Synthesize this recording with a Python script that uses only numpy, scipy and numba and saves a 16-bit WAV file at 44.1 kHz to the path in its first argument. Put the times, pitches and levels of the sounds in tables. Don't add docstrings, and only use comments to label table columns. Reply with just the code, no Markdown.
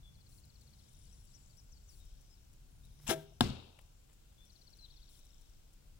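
import sys
import numpy as np
from scipy import signal
from scipy.fft import rfft, irfft, next_fast_len
from scipy.io import wavfile
from scipy.ndimage import uniform_filter1d
from numba import njit

SR = 44100
rng = np.random.default_rng(int(sys.argv[2]) if len(sys.argv) > 2 else 0)


def unload_audio(sound):
    columns = np.transpose(np.atleast_2d(sound))
    steps = np.round(np.clip(columns, -1, 1) * 32767)
    wavfile.write(sys.argv[1], SR, steps.astype(np.int16))


N = 264159


def undb(db):
    return 10 ** (np.asarray(db) / 20)


def unit(x):
    return x / np.sqrt(np.mean(x ** 2))


def curve(rows):
    s, *columns = np.transpose(rows)
    t = np.arange(N) / SR
    return [np.interp(t, s, column) for column in columns]


def colour(x, points, sign=1, lag_ms=0.):
    size = next_fast_len(x.shape[-1])
    hz = np.arange(size // 2 + 1) * SR / size + 1e-3
    f, db = np.transpose(points)
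    gain = undb(sign * np.interp(np.log(hz), np.log(f), db))
    delay = np.exp(-2j * np.pi * hz * lag_ms / 1000)
    return irfft(rfft(x, size) * gain * delay, size)[..., :x.shape[-1]]


def ring(x, modes):
    t = np.arange(SR // 2) / SR
    body = np.zeros(len(t))
    for k, (hz, db, t60) in enumerate(modes):
        decay = np.exp(-np.log(1000) * t / max(t60, 1e-3))
        body += (-1) ** k * undb(db) * decay * np.sin(2 * np.pi * hz * t)
    return signal.fftconvolve(x, body)[:N]


def add(out, s, sound):
    i = int(s * SR)
    out[i:i + len(sound)] += sound[:N - i]


def push(ms):
    shape = np.hanning(int(ms * SR / 1000) + 3)
    return shape / shape.sum()


def flicker(size, rate, depth_db):
    k = int(SR / rate)
    held = np.repeat(rng.standard_normal(size // k + 1), k)
    return undb(depth_db * uniform_filter1d(held, k)[:size])


# f/Hz, level/dB
RUMBLE_COLOUR = [(8.8, -25), (15, 1), (34, 8), (108, -6.5), (136, -7), (167, -15.5), (200, -15), (284, -40),
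                 (700, -59), (910, -63.5), (1540, -120)]
# t/s, level below 60 Hz/dB, level above 60 Hz/dB, before the ports are tilted
RUMBLE = [(0, -67.5, -61), (.75, -68, -62.5), (1.45, -67.5, -63.5), (1.78, -58, -66), (2.2, -58.5, -67.5),
          (2.4, -65.5, -66), (2.55, -60, -67.5), (2.98, -58.5, -61), (3.75, -64.5, -67),
          (4.0, -62.5, -67.5), (4.45, -68, -67), (5.3, -58.5, -70.5), (5.99, -64, -67.5)]
# f/Hz, level/dB
HISS = [(150, -20.5), (250, 0.5), (373, -4), (407, -6.5), (468, -4.5), (510, -7.5), (557, -7),
        (1310, -15.5), (1420, -12.5), (1820, -18.5), (2670, -15.5), (4410, -15.5), (7440, -15.5),
        (13000, -20), (16000, -16)]
HISS_DB = -70.5


def air():
    common, left, right = (unit(colour(rng.standard_normal(N), RUMBLE_COLOUR)) for _ in range(3))
    unshared = colour(np.array([left, right]), [(40, -10.5), (130, -6.0), (300, 5.5)])
    both = common + unshared
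    deep = signal.sosfiltfilt(signal.butter(2, 60, fs=SR, output="sos"), both)
    deep_db, low_db = curve(RUMBLE)
    rumble = unit(deep) * undb(deep_db) * flicker(N, 5., depth_db=3.0)
    rumble = rumble + unit(both - deep) * undb(low_db)
    hiss = unit(colour(rng.standard_normal((2, N)), HISS)) * undb(HISS_DB)
    left_hiss = colour(hiss[0], [(500, 0.82), (2400, 4.7), (5000, 3), (15000, 2.8)])
    right_hiss = colour(hiss[1], [(500, -2), (2400, 0.0), (5000, 2), (15000, -3)])
    return rumble * undb([[.8], [-.8]]) + np.array([left_hiss, right_hiss])


# t/s, length/s, f/Hz, quarter of the span between band edges/Hz, level/dB
HUM = (3, .26, 150, 25, -56.5)


def hum():
    s, length, hz, width, db = HUM
    out, n = np.zeros(N), int(length * SR)
    band = [(hz - 2 * width, -40), (hz, 0), (hz + 2 * width, -40)]
    narrow = unit(colour(rng.standard_normal(SR), band))
    swell = np.sin(np.pi * span(length)) ** .5
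    add(out, s, undb(db) * narrow[:n] * swell)
    return out


# t into the round/s, number of steps
MOTOR = [(0, 23), (.16, 2), (.32, 2), (.64, 2), (.96, 2), (1.28, 2)]
# f/Hz, level/dB, t60/s
MOTOR_MODES = [(5940, -2, 0.0036), (7480, -5.5, 0.017), (9730, 8, 0.0028), (10240, 6, 0.0013),
               (11140, 1.5, 0.003), (13000, -11, 0.00087), (15300, 0, 0.0039)]
# start/s, end/s
MOTOR_PAUSE_S = (3.0, 3.8)
MOTOR_FIRST_S, MOTOR_ROUND_S, MOTOR_STEP_S = .2917, 1.6, .005
MOTOR_STRAY_S = 4.7053


def lens():
    steps = np.zeros(2 * N)
    for start in np.arange(MOTOR_FIRST_S, N / SR, MOTOR_ROUND_S):
        for s, count in MOTOR:
            times = start + s + MOTOR_STEP_S * np.arange(count)
            steps[(times * SR).astype(int)] = 1
    steps[int(MOTOR_PAUSE_S[0] * SR):int(MOTOR_PAUSE_S[1] * SR)] = 0
    steps[int(MOTOR_STRAY_S * SR)] = 1
    strength = undb(-57.5 + 0.5 * rng.standard_normal(N))
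    return ring(steps[:N] * strength, MOTOR_MODES) * undb([[0], [-16]])


def slur(hz0, hz1, ms):
    n = int(ms * SR / 1000)
    return np.hanning(n) * np.sin(2 * np.pi * np.cumsum(np.geomspace(hz0, hz1, n)) / SR)


# start t/s, level peak t/s (may precede the start), end t/s, centre f/Hz,
# level/dB of each of two equal parts (calls and smear) before a 7.5 dB cut
TWITTER = [(0.5, 0.84, 1.6, 3500, -75), (1.7, 2.11, 2.45, 3500, -77), (2.7, 2.6, 4.1, 10000, -75.5),
           (4, 5.12, 5.8, 3500, -75.5), (0, 1.02, 2.2, 5650, -73), (1.6, 2.17, 2.64, 5650, -74),
           (2.8, 3.05, 4.0, 5650, -71.5), (4.35, 4.55, 4.8, 5650, -74), (4.6, 4.97, 5.8, 5650, -74),
           (0.2, 1.42, 1.9, 7500, -70), (1.5, 1.9, 2.9, 7500, -76), (3, 4.0, 4.9, 7500, -77),
           (4.9, 5.3, 5.99, 7500, -76), (.6, 1.02, 1.65, 9800, -70), (4.3, 4.52, 4.75, 9800, -82)]
TWITTER_SPREAD_HZ, TWITTER_FADE_DB = 520., 11.5


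def twitter():
    out, spread_hz = np.zeros(N), TWITTER_SPREAD_HZ
    for start, peak, end, hz, db in TWITTER:
        when = rng.random(700) * N / SR
        chance, noise = rng.standard_normal((700, 2)), rng.standard_normal(N)
        start, end = max(start, 0), min(end, N / SR)
        t = np.arange(start, end, 1 / SR)
        far = np.zeros(N)
        for s, (pitch, glide) in zip(when, chance):
            if start < s < end:
                f = hz + spread_hz * pitch
                add(far, s - start, slur(f, f * (.97 + 0.05 * glide), ms=9))
        band = [(hz - 1.4 * spread_hz, -30), (hz - spread_hz, 0),
                (hz + spread_hz, 0), (hz + 1.7 * spread_hz, -30)]
        smear = colour(noise[:len(t)], band)
        edge_db = db - TWITTER_FADE_DB
        level = undb(np.interp(t, [start, peak, end], [edge_db, db, edge_db]))
        mix = undb(-7.5) * unit(far[:len(t)]) + undb(-7.5) * unit(smear)
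        add(out, start, mix * level)
    return out


TURN_AT, SLOWING = 0.59, .02


def series(rows, gap_s):
    for first, last, *db in rows:
        u = np.linspace(0, 1, round((last - first) / gap_s) + 1)
        times = first + (last - first) * (u + SLOWING * u * (u - 1))
        levels = np.interp(u, [0, TURN_AT, 1], db)
        yield from zip(times, levels, rng.standard_normal((len(u), 2)))


# first t/s, last t/s, first level/dB, level 0.59 of the way through/dB, last level/dB
TRILLS = [(.1474, .789, -69.5, -66, -68.5), (4.4967, 5.1432, -63.5, -60.5, -68.5)]
BURRS = [(4.463, 4.93, -68, -67.5, -69.5)]
CHIPS = [(4.9668, 5.5354, -68, -63, -67)]
CHATTER = [(2.8674, 3.0325, -73, -74, -74), (4.8594, 5.4494, -66.5, -71.5, -75)]
TRILL_GAP_S, BURR_GAP_S, CHIP_GAP_S, CHATTER_GAP_S, FLUTTER_GAP_S = .0585, .0585, .038, .04, .008
CHIP_HZ, CHIP_SPREAD_HZ, CHATTER_HZ, CHATTER_SPREAD_HZ = 5780, 120., 3800, 120
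TRILL_UNEVEN_DB, UNEVEN_DB = 0.6, 1.5


def trills():
    out = np.zeros(N)
    for s, db, (pitch, size) in series(TRILLS, TRILL_GAP_S):
        note = slur(hz0=5100, hz1=3650 + 60 * pitch, ms=27)
        add(out, s - .006, undb(db + TRILL_UNEVEN_DB * size) * note)
    flutter = [(s + FLUTTER_GAP_S * k, db, chance)
               for s, db, chance in series(BURRS, BURR_GAP_S) for k in range(3)]
    for s, db, (pitch, size) in flutter + list(series(CHIPS, CHIP_GAP_S)):
        hz = CHIP_HZ + CHIP_SPREAD_HZ * pitch
        add(out, s - .001, undb(db + UNEVEN_DB * size) * slur(1.07 * hz, 0.903 * hz, ms=4.5))
    for s, db, (pitch, size) in series(CHATTER, CHATTER_GAP_S):
        hz = CHATTER_HZ + CHATTER_SPREAD_HZ * pitch
        add(out, s - .002, undb(db + UNEVEN_DB * size) * slur(1.06 * hz, .94 * hz, ms=14))
        answer = slur(.97 * hz, .86 * hz, ms=12)
        add(out, s + CHATTER_GAP_S / 2, undb(db - 3.0) * answer)
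    return out


def whistle(hz, db):
    i = np.arange(len(hz))
    edge = np.clip(np.minimum(i, i[::-1]) / SR / 0.0029, 0, 1)
    tone = np.sin(2 * np.pi * np.cumsum(hz) / SR)
    return edge * flicker(len(hz), 184.0, depth_db=2.5) * undb(db) * tone


def span(length_s):
    return np.linspace(0, 1, int(length_s * SR))


# t/s, length/s, first f/Hz, last f/Hz, first level/dB, last level/dB
GLIDES = [(0.029, 0.071, 3470, 3416, -71, -65), (1.998, 0.036, 3870, 3650, -71, -76),
          (2.298, 0.047, 5030, 5260, -74, -69.5), (2.338, 0.052, 5300, 3450, -76, -80),
          (2.833, 0.028, 3570, 4020, -77, -66.5), (4.379, 0.072, 3426, 3540, -68, -69),
          (4.806, 0.048, 4170, 3970, -67, -54.5), (4.852, 0.014, 4080, 2800, -64, -66.5)]
# t/s, level/dB
FALLS = [(1.055, -75), (1.272, -75), (1.495, -74)]
# share of the fall, relative level/dB
FALL_BREAK = [(.5, 0), (.68, -12), (.82, -1)]
FALL_S, FALL_FROM_HZ, FALL_TO_HZ, FALL_BEND = .046, 4720, 3720, 1.6
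# t/s, length/s, level at the top/dB, warble depth at the top/Hz
ARCHES = [(1.108, .045, -68, 30.), (1.326, 0.057, -65, 400.), (1.565, .045, -63, 29.9)]
ARCH_FOOT_HZ, ARCH_TOP_HZ, ARCH_FOOT_DB, WARBLE_HZ = 4370, 5850, -11.5, 130
# t/s, level/dB
HOOKS = [(1.71, -62.5), (1.875, -61.5)]
# t into the hook/s, relative level/dB
HOOK_LEVEL = [(0, -16), (.02, 1), (.043, -14), (.075, -6.5)]
HOOK_S, HOOK_FROM_HZ, HOOK_TO_HZ, HOOK_SETTLE_S = .075, 8200, 4330, .019


def song():
    out = np.zeros(N)
    for s, length, hz0, hz1, db0, db1 in GLIDES:
        u = span(length)
        add(out, s, whistle(hz0 + (hz1 - hz0) * u, db0 + (db1 - db0) * u))
    u = span(FALL_S)
    fall_hz = FALL_FROM_HZ + (FALL_TO_HZ - FALL_FROM_HZ) * u ** FALL_BEND
    break_db = np.interp(u, *np.transpose(FALL_BREAK))
    for s, db in FALLS:
        add(out, s, whistle(fall_hz, db + break_db))
    for s, length, db, warble_depth_hz in ARCHES:
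        u = span(length)
        up = np.sin(np.pi * u)
        warble = warble_depth_hz * np.sin(2 * np.pi * WARBLE_HZ * length * u)
        hz = ARCH_FOOT_HZ + up * (ARCH_TOP_HZ - ARCH_FOOT_HZ + warble)
        add(out, s, whistle(hz, db + ARCH_FOOT_DB * (1 - up)))
    t = span(HOOK_S) * HOOK_S
    hook_hz = HOOK_TO_HZ + (HOOK_FROM_HZ - HOOK_TO_HZ) * np.exp(-t / HOOK_SETTLE_S)
    hook_db = np.interp(t, *np.transpose(HOOK_LEVEL))
    for s, db in HOOKS:
        add(out, s, whistle(hook_hz, db + hook_db))
    return out


def birds():
    return song() + trills() + twitter()


# f/Hz, level/dB, t60/s
BANKS = [(74.6, 9, .35), (120, 22.5, 0.42), (221.1, 21.5, 0.44), (410, 1, 0.78), (797, -2, 0.88),
         (1474, -8, 0.48), (2273, -4, 0.38), (2650, -4, 0.85), (3750, -1.5, 0.68), (5230, -9, 0.35),
         (7500, -9.5, 0.39), (10310, -16, 0.3), (14500, -17.5, 0.26)]


def banks(x):
    t = np.arange(SR) / SR
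    common, left, right = rng.standard_normal((3, SR))
    tail = 0
    for k, (hz, db, t60) in enumerate(BANKS):
        alike = np.clip(120 / hz, 0, 1) ** .5
        noise = alike * common + np.sqrt(1 - alike ** 2) * np.array([left, right])
        shape = [(f, -12 * (j - k) ** 2) for j, (f, _, _) in enumerate(BANKS)]
        band = undb(db) * colour(noise, shape) * flicker(SR, 120., depth_db=2.1)
        tail = tail + band * np.exp(-np.log(1000) * t / t60)
    tail = tail * undb(-18.0) * np.clip(t / 0.0053, 0, 1)
    return signal.fftconvolve(x, tail, axes=1)[:, :N]


# t/s, level before colouring/dB, length/ms
RUSTLES = [(2.999, -61.5, 10), (3.787, -48, 13.8), (4.08, -63, 59), (4.31, -68.5, 32)]
# f/Hz, level/dB
RUSTLE_COLOUR = [(200, -6.5), (500, 1.5), (1500, -4.5), (2300, -6), (3200, -5), (5000, -22.5), (9000, -14)]


def rustles():
    out = np.zeros(N)
    for (s, db, ms), hiss in zip(RUSTLES, rng.standard_normal((len(RUSTLES), 4000))):
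        n = int(ms * SR / 1000)
        swell = np.sin(np.pi * np.linspace(0, 1, n) ** 0.68)
        add(out, s, undb(db) * swell * hiss[:n])
    return colour(out * flicker(N, 340.0, depth_db=5.5), RUSTLE_COLOUR)


# t/s, scrape level before colouring/dB, level of limb shaking/dB
SLIDE = [(3.058, -75, -100.5), (3.066, -52, -88.5), (3.069, -37, -79.5), (3.087, -33, -78),
         (3.097, -22, -56), (3.111, -21, -54.5), (3.136, -30, -68), (3.152, -45, -73.5), (3.27, -78, -97.5)]
# f/Hz, level/dB
SLIDE_COLOUR = [(290, -38.5), (500, -12), (829, 0.5), (1140, -9.5), (1300, -8.5), (1630, -5), (2060, -9),
                (3470, -6), (4630, -16), (5190, -10.5), (8370, -14.5), (11700, -9.5), (15800, -17)]
# t/s, ping level/dB, thump level/dB, ping f/Hz, contact/ms
CLACKS = [(3.068, -46, -69.5, 2520, .3), (3.079, -26.5, -66.5, 7600, .3), (3.081, -35.5, -55, 2780, 0.41),
          (3.086, -31, -44.5, 7000, 0.26), (3.088, -62.5, -18.5, 11290, 4.61),
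          (3.098, -62, -28, 8980, 0.45), (3.104, -40.5, -34.5, 3000, 0.24), (3.109, -39, -29, 5080, 0.4),
          (3.116, -30.5, -59, 5200, .3), (3.135, -37, -37.5, 3270, 0.74), (3.322, -59, -79.5, 657, .3)]
# f/Hz, level/dB, t60/s
BOW = [(155.6, -22, 0.66), (199, 3, 0.014), (343.6, -1.5, 0.062), (401, -10, .25), (520, -7.5, 0.068),
       (647.4, -13, 0.19), (796, -0.5, 0.018), (931, -8, 0.053), (1356, -13.5, 0.071), (1586, -8.5, 0.044),
       (2340, -13.5, .03)]
# f/Hz, level/dB
UNLIKE = [(500, -24.5), (2500, -4.5), (8000, -2)]


def bow():
    grain_db = 1.4 * np.repeat(rng.exponential(size=N // 40 + 1), 40)[:N]
    grains = rng.standard_normal((2, N)) * undb(grain_db)
    t = np.arange(N) / SR
    scrape_db, shake_db = curve(SLIDE)
    moving = unit(grains) * (t > SLIDE[0][0]) * (t < SLIDE[-1][0])
    scrape, other = colour(moving * undb(scrape_db), SLIDE_COLOUR)
    pings, pushes = np.zeros(N), np.zeros(N)
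    short = t[:600]
    for s, ping_db, thump_db, hz, ms in CLACKS:
        add(pings, s, undb(ping_db) * np.exp(-short * hz / 8) * np.sin(2 * np.pi * hz * short))
        add(pushes, s, -undb(thump_db) * push(ms))
    limbs = ring(pushes + undb(shake_db) * moving[0], BOW)
    return scrape + pings + limbs, colour(other, UNLIKE)


# t/s, crack level/dB, thump level/dB, thump contact/ms
KNOCKS = [(3.408, -16.5, -20, 0.44), (3.409, -18, -37.5, 1.7), (3.4103, -20.5, -39, 0.53),
          (3.438, -37.5, -28, 3.2), (3.452, -41, -26, 5.2), (3.474, -39, -41.5, 3), (3.492, -38, -29, 4.53),
          (3.506, -54, -27.5, 7.6), (3.533, -60, -32, 8)]
# f/Hz, level/dB, t60/s
BOARD = [(84, -14, 0.59), (125, -10.5, 0.16), (172, -6.5, 0.057), (204.5, -0.5, .12), (239.9, 8, 0.065),
         (380, -9.5, 0.042), (499, -16, 0.0078), (725, 0, .05), (869.5, -3, 0.035), (1087, -13, 0.09),
         (1320, -26.5, .04), (1635, -3.5, 0.04)]
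# f/Hz, level/dB, t60/s
CRACK = [(1440, 0, 0.0083), (2834, -5.5, 0.0089), (3540, 2.5, 0.008), (4510, -4, 0.0051),
         (5220, -14, 0.036), (7360, -11, 0.01), (9850, -2, 0.0031), (11440, -15.5, 0.0092),
         (14200, -9.5, .004), (15500, -9, .003)]


def target():
    cracks, pushes = np.zeros(N), np.zeros(N)
    for s, crack_db, thump_db, ms in KNOCKS:
        add(cracks, s, undb(crack_db) * push(ms / 10))
        add(pushes, s, -undb(thump_db) * push(ms))
    bang = np.zeros(N)
    add(bang, KNOCKS[0][0], np.array([1.]))
    return ring(cracks, CRACK) + ring(pushes, BOARD), bang


# f/Hz, left minus right level/dB
EARS = [(60, 2), (110, 3), (200, 3), (380, 4.5), (700, 5), (1290, 9), (2380, 6.5), (4400, 11.5), (8120, 11),
        (15000, 5.5)]
BASS_LAG_MS, BASS_LAG_HZ = 0.61, 426


def ports(x, lag_ms, spread_db=0.):
    half = [(f, db / 2) for f, db in EARS]
    hz = np.linspace(0, SR / 2, next_fast_len(N) // 2 + 1)
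    lag_ms = lag_ms + BASS_LAG_MS / (1 + (hz / BASS_LAG_HZ) ** 2)
    left = undb(spread_db) * colour(x, half, lag_ms=lag_ms)
    right = colour(x, half, sign=-1) / undb(spread_db)
    return np.array([left, right])


def scene():
    hit, bang = target()
    shot, unlike = bow()
    near = ports(shot + rustles(), lag_ms=.04)
    near = near + ports(unlike, lag_ms=0.) * [[1], [-1]]
    far = ports(hit, lag_ms=0.075)
    calls = ports(birds(), lag_ms=.05, spread_db=1)
    thin = colour(undb(-27.5) * near + undb(-16) * calls, [(200, -19.5), (1500, -5.5)])
    echoes = banks(thin + ports(undb(-13.5) * bang, lag_ms=0.))
    return near + far + calls + hum() + echoes + lens() + air()


@njit
def follow(x, attack, release):
    out, e = np.empty(len(x)), 0.
    for i in range(len(x)):
        e += (x[i] - e) * (attack if x[i] > e else release)
        out[i] = e
    return out


TOP_HZ = 15900


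def record(dry):
    loud = follow(np.abs(dry).max(axis=0), 1 / (.01 * SR), 1 / (.3 * SR))
    ducked = dry * (1 + loud / undb(-33.5)) ** -.2
    return signal.sosfilt(signal.ellip(10, .2, 60, TOP_HZ, fs=SR, output="sos"), ducked)


dry = scene()
out = record(dry)
unload_audio(out)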